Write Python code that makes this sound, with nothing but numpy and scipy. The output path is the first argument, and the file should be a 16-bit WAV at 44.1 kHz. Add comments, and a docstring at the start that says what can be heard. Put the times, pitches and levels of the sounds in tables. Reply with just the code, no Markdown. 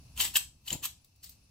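"""A flint striker, squeezed and released twice at the tip of a gas torch over a workshop bench.
Each stroke drags the flint across a small file; the cup and wire handle ring where the flint catches.
The second squeeze lights the hissing gas with a soft puff, and the striker rattles as it is drawn away.
Heard close on a stereo pair, a little left of centre, with bench reflections and low room tone behind."""
import sys
import numpy as np
from scipy import signal
from scipy.fft import rfft, irfft
from scipy.io import wavfile

SR = 44100
rng = np.random.default_rng(int(sys.argv[2]) if len(sys.argv) > 2 else 0)


def transcribe(u):
    """Save the signal u as a 16-bit wav file named by the first command-line argument.

    u: samples, shape (n,) or (channels, n), limited to [-1, 1]; the rate is SR.
    q: integer samples, one column per channel.
    """
    v = np.clip(np.atleast_2d(u).T, -1, 1)
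    q = np.round(v * 32767).astype(np.int16)
    wavfile.write(sys.argv[1], SR, q)


N = 66150
T = np.arange(N) / SR

# spectrum of small flint and steel contacts (frequency [Hz], level [dB])
CONTACT_SPECTRUM = [(200, -32), (1200, -21.5), (2500, -11), (4300, -2.5), (6200, -3.5), (8000, 0),
                    (10500, -3), (12200, 1.5), (15700, -1)]


def amp(db):
    """Decibels to gain."""
    return 10 ** (np.asarray(db) / 20)


def unit(x):
    """Scales to rms 1."""
    return x / np.sqrt(np.mean(x ** 2) + 1e-20)


def read(points, hz):
    """Interpolates a table on a log-frequency axis."""
    f, value = np.transpose(points)
    return np.interp(np.log(hz + 1), np.log(f + 1), value)


def level(points):
    """Gain over time from a dB curve."""
    return amp(np.interp(T, *np.transpose(points)))


def add(mix, start_s, sound):
    """Mixes a sound in at a time."""
    part = mix[round(start_s * SR):][:len(sound)]
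    part += sound[:len(part)]


def colour(x, spectrum, size=4096):
    """Applies a causal filter of unit energy with the given spectrum."""
    log_gain = np.log(amp(read(spectrum, abs(np.fft.fftfreq(size, 1 / SR)))))
    minimum_phase = np.exp(np.conj(signal.hilbert(log_gain)))
    taps = np.fft.ifft(minimum_phase).real[:size // 2]
    return signal.fftconvolve(x, taps / np.linalg.norm(taps))[:len(x)]


def noise(spectrum):
    """Steady coloured noise of rms 1."""
    gain = amp(read(spectrum, np.fft.rfftfreq(N, 1 / SR)))
    return unit(irfft(rfft(rng.standard_normal(N)) * gain, N))


def resonate(x, hz, width_hz, stages=1):
    """Passes a sound through equal resonances in series, each of gain 1."""
    r = np.exp(-np.pi * width_hz / SR)
    for _ in range(stages):
        x = 2 * signal.lfilter([1 - r], [1, -r * np.exp(2j * np.pi * hz / SR)], x).real
    return x


def room_tone(side_db=-22):
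    """Low rumble of the workshop, nearly the same at both microphones."""
    # colour of the rumble (frequency [Hz], level [dB])
    spectrum = [(20, -10.5), (42, -7.5), (62, 4.5), (95, -3), (130, -4), (180, -12.5), (260, -14.5),
                (400, -32.5), (900, -31.5), (3000, -53.5)]
    # its rise and fall (time [s], level [dB])
    swell = [(0, -53.5), (.13, -56.5), (.19, -50.5), (.3, -52.5), (.6, -63.5), (.85, -59.5), (1.0, -65.5),
             (1.15, -69.5), (1.29, -60.5), (1.5, -66.5)]
    mid = noise(spectrum)
    side = amp(side_db) * noise(spectrum) * np.array([[1], [-1]])
    return (mid + side) * level(swell)


def workshop(x, bench_db=1, bench_decay_s=.0045, room_db=-5.5, room_onset_s=.007):
    """Reflections at one microphone: quick ones from the bench, then the room's tail."""
    # decay of the room (frequency [Hz], t60 [s])
    decay = [(100, .4), (800, 0.21), (2500, 0.23), (5500, .29), (9000, .26), (15000, 0.15)]
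    t = T[:SR // 2]
    taps = rng.choice([-1, 1], len(t)) * (rng.random(len(t)) < 1 / 8)
    bench = taps * np.exp(-t / bench_decay_s) * (t > 1 / 2000)
    hz, age, bands = signal.stft(rng.standard_normal(len(t)), SR, nperseg=256)
    bands *= amp(-60 * age / read(decay, hz)[:, None])
    tail = signal.istft(bands, SR, nperseg=256)[1][:len(t)]
    tail *= 1 - np.exp(-(t / room_onset_s) ** 2)
    echo = amp(bench_db) * bench / np.linalg.norm(bench) + amp(room_db) * tail / np.linalg.norm(tail)
    return signal.fftconvolve(x, echo)[:N]


def moving_reflections(x, cycle_hz=9, sets=3):
    """The reflections change as the hand moves: the sound fades round a few sets of them."""
    shares = [np.maximum(np.cos(2 * np.pi * (cycle_hz * T + k / sets)), 0) for k in range(sets)]
    return sum(workshop(x * share) for share in shares / np.linalg.norm(shares, axis=0))


def gas_hiss():
    """Gas leaves the torch tip with a faint hiss and two fuzzy whistles."""
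    # colour of the jet (frequency [Hz], level [dB])
    spectrum = [(300, 2), (600, -0.5), (1000, -2), (2000, -10.5), (2650, 5), (3200, -10.5), (4200, 2),
                (5900, 3.5), (7000, -6.5), (8600, -9), (9700, -7.5), (11000, -14), (15700, -20)]
    # the hiss ducks after the loud strokes and slowly recovers, as under automatic gain control
    # (time [s], level [dB])
    ducking = [(0, -65.5), (.15, -66), (.4, -71.5), (.62, -74), (1.0, -72), (1.15, -74), (1.35, -70),
               (1.5, -71)]
    # nozzle whistles (frequency [Hz], width per stage [Hz], level against the hiss [dB])
    tones = [(2638, 90, -16), (9868, 130, -7.5)]
    whistles = sum(amp(db) * unit(resonate(rng.standard_normal(N), hz, width_hz, stages=2))
                   for hz, width_hz, db in tones)
    return (noise(spectrum) + whistles) * level(ducking)


def ignition_puff(start_s=.703, rise_s=.017, hold_s=.036, fall_s=.0065, db=-41.5):
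    """The cloud of gas burns off in a short turbulent flutter."""
    # colour of the puff (frequency [Hz], level [dB])
    spectrum = [(25, -15), (60, 1), (95, -6.5), (135, 6.5), (185, -10.5), (270, -1.5), (400, -11),
                (600, -15), (900, -16.5), (2000, -57), (6000, -57)]
    t = T - start_s
    swell = np.clip(t / rise_s, 0, 1) * np.exp(-np.maximum(t - rise_s - hold_s, 0) / fall_s)
    return amp(db) * unit(noise(spectrum) * swell) * np.sqrt(np.mean(swell ** 2))


def settling_flame():
    """The new flame flutters low and fades as it settles."""
    # colour of the flame (frequency [Hz], level [dB])
    spectrum = [(60, -9.5), (170, -10.5), (280, 2), (420, -5.5), (600, -4), (900, -13.5), (2000, -30.5)]
    # its swell and fade (time [s], level [dB])
    swell = [(.70, -100), (.75, -62), (.85, -65), (.90, -78), (1.05, -93)]
    return noise(spectrum) * level(swell)


def rasp(force, spectrum, clicks_per_s=4500, spread_db=3.5):
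    """Rough surfaces rub: dense uneven clicks that follow the force of the stroke."""
    sizes = amp(spread_db * np.minimum(rng.exponential(1, N), 4))
    clicks = sizes * rng.choice([-1, 1], N) * (rng.random(N) < clicks_per_s / SR)
    return colour(unit(clicks) * level(force), spectrum)


def loose_rattle(tick_decay_s=.0015, ring_db=17):
    """Drawn away, the loose flint arm ticks and rings thinly, and the arms slide against each other."""
    # light contacts of the arm (time [s], level [dB])
    contacts = [(1.0459, -50.5), (1.16, -60), (1.232, -48.5), (1.242, -40), (1.2939, -43), (1.319, -55.5)]
    # force of the sliding arms (time [s], level [dB])
    slide_force = [(1.0, -100), (1.19, -90), (1.225, -71), (1.236, -51.5), (1.27, -57.5), (1.285, -65),
                   (1.325, -65.5), (1.38, -108)]
    # colour of their rubbing (frequency [Hz], level [dB])
    slide_spectrum = [(200, -28.5), (1200, -15.5), (2100, -6.5), (3000, -5.5), (4400, 3.5), (6200, -2.5),
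                      (8000, 1.5), (10500, -6.5), (12500, -1.5), (15700, -4.5)]
    ticks, t = np.zeros(N), T[:SR // 30]
    for start_s, db in contacts:
        add(ticks, start_s, amp(db) * rng.standard_normal(len(t)) * np.exp(-t / tick_decay_s))
    arm_ring = amp(ring_db) * resonate(ticks, hz=12060, width_hz=25)
    return colour(ticks, CONTACT_SPECTRUM) + arm_ring + rasp(slide_force, slide_spectrum)


def steel_ring(drive):
    """The striker rings on in its modes, at the same rms as the sound that shakes it."""
    # modes of the steel (frequency [Hz], level [dB], t60 [s])
    modes = [(790, 0, .25), (986, -2, .3), (1130, -2, .1), (2482, -6.5, .18), (2828, -2, .17),
             (3270, -1, .2), (3835, 3, .14), (6680, 1, 0.15), (6950, 0, 0.15), (7635, -5, 0.14),
             (7845, -8, .17), (8310, -4, .2), (12280, 1, .15), (13470, 4, .17)]
    t = T[:SR // 3]
    ring = sum(amp(db - 60 * t / t60) * np.sin(2 * np.pi * (hz * t + rng.random()))
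               for hz, db, t60 in modes)
    return unit(signal.fftconvolve(drive, ring)[:N]) * np.std(drive)


def chatter(length_s, hz, width_hz, roughness=.61):
    """A brief stick-slip squeak swells and dies inside one resonance of the striker."""
    t = T[:SR // 40]
    grip = np.sin(np.pi * np.minimum(t / length_s, 1))
    phase_wander = np.cumsum(rng.standard_normal(len(t))) * np.sqrt(np.pi * width_hz / 2 / SR)
    tone = np.sin(2 * np.pi * hz * t + phase_wander)
    slips = (1 - roughness) * tone + roughness * rng.standard_normal(len(t))
    squeak = resonate(grip * slips, hz, 2 * width_hz, stages=2)
    return squeak / np.linalg.norm(squeak) * np.sqrt(length_s * SR)


def flint_catches(crack_db=-2, crack_decay_s=.00055):
    """Each catch shakes the cup and the wire, with a short crackle as the flint lets go."""
    # catches on the file (time [s], length [s], cup level [dB], wire level [dB], wire pitch [Hz])
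    catches = [(0.1746, 0.0045, -44.5, -43.5, 7400), (.201, 0.0063, -26, -44.5, 7800),
               (0.243, .006, -46.5, -33, 7900), (0.2473, 0.0098, -43.5, -33.5, 7900),
               (0.3543, 0.0072, -25.5, -38, 7900), (.360, 0.0096, -27.5, -36, 7800),
               (0.3688, .0028, -31.5, -19, 7950), (0.38, .0025, -41.5, -30, 8000),
               (.676, 0.014, -43, -52.5, 7400), (.7035, 0.0046, -32.5, -36, 7250),
               (0.728, .003, -46.5, -26.5, 7150), (.8497, .0025, -43, -39.5, 7200),
               (0.8537, 0.0023, -43.5, -30, 8050)]
    squeaks, cracks, t = np.zeros(N), np.zeros(N), T[:SR // 50]
    for start_s, length_s, cup_db, wire_db, wire_hz in catches:
        cup = amp(cup_db) * chatter(length_s, hz=3127, width_hz=890)
        wire = amp(wire_db) * chatter(length_s, wire_hz, width_hz=610)
        add(squeaks, start_s, cup + wire)
        crack = amp(wire_db + crack_db) * rng.standard_normal(len(t)) * np.exp(-t / crack_decay_s)
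        add(cracks, start_s + length_s / 2, crack)
    return squeaks + colour(cracks, CONTACT_SPECTRUM)


def flint_strokes():
    """File teeth chip the flint on each squeeze and again as the handle springs back."""
    # force of the flint on the file in the two squeezes (time [s], level [dB])
    squeeze_force = [(.14, -77), (.175, -46), (.196, -36), (.209, -27), (.228, -34.5), (.256, -35),
                     (.275, -42.5), (.31, -59.5), (.33, -90), (.635, -81), (.678, -44), (.702, -48),
                     (.732, -37), (.765, -61.5), (.79, -83.5)]
    # colour of a squeeze (frequency [Hz], level [dB])
    squeeze_spectrum = [(100, -22), (250, -9.5), (520, -13), (1000, -3), (1350, -10.5), (2000, -3.5),
                        (2700, 2.5), (3800, 3.5), (4800, -1), (6500, -1.5), (8200, 1.5), (9300, -4.5),
                        (11000, -1.5), (12500, 3.5), (15700, -2.5)]
    # force in the two returns (time [s], level [dB])
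    return_force = [(.32, -80), (.342, -41), (.350, -41), (.357, -26.5), (.371, -22.5), (.379, -45),
                    (.41, -91), (.812, -73.5), (.832, -40), (.856, -32.5), (.87, -51.5), (.90, -88.5)]
    # colour of a return (frequency [Hz], level [dB])
    return_spectrum = [(100, -30.5), (300, -19.5), (550, -21.5), (850, -9.5), (1130, -2), (1350, -9),
                       (1650, -1), (2000, -5), (2700, 3), (3900, 1.5), (4800, -2), (8200, 1), (9300, -3),
                       (11000, -5.5), (12500, 7.5), (13500, 4.5), (15700, -4)]
    return rasp(squeeze_force, squeeze_spectrum) + rasp(return_force, return_spectrum)


def place_left(pair, lead_s=.00003):
    """The sound reaches the left microphone slightly earlier and with more treble."""
    # balance of the pair (frequency [Hz], left minus right [dB])
    balance = [(200, 0), (1000, 0), (2500, 3), (4000, 1.5), (5500, 1), (7200, 6.5), (8400, 1), (10000, 1.5),
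               (12500, -0.5), (15500, 9)]
    hz = np.fft.rfftfreq(N, 1 / SR)
    lean = amp(read(balance, hz) / 2) * np.exp(1j * np.pi * hz * lead_s)
    return irfft(rfft(pair) * np.array([lean, 1 / lean]), N)


def scene(stroke_ring_db=-13.5, rattle_ring_db=-13, catch_send_db=-6, rattle_send_db=1, flame_send_db=-13):
    """Striker and torch close to the pair; each side gets its own ring, reflections and hiss."""
    scrape = flint_strokes()
    squeaks = flint_catches()
    rattle = loose_rattle()
    flame = ignition_puff() + settling_flame()
    direct = scrape + squeaks + rattle + flame
    send = scrape + amp(catch_send_db) * squeaks + amp(rattle_send_db) * rattle
    send += amp(flame_send_db) * flame
    pair = []
    for _ in range(2):
        ring = amp(stroke_ring_db) * steel_ring(scrape + squeaks / 2)
        ring += amp(rattle_ring_db) * steel_ring(rattle)
        pair.append(direct + ring + moving_reflections(send) + gas_hiss())
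    return place_left(np.array(pair)) + room_tone()


def record(dry):
    """The recorder's band limit takes off the highest treble."""
    edge_hz = 15800
    lowpass = signal.firwin(511, edge_hz, window=("kaiser", 8), fs=SR)
    return signal.oaconvolve(dry, lowpass[None], "same")


dry = scene()
out = record(dry)
transcribe(out)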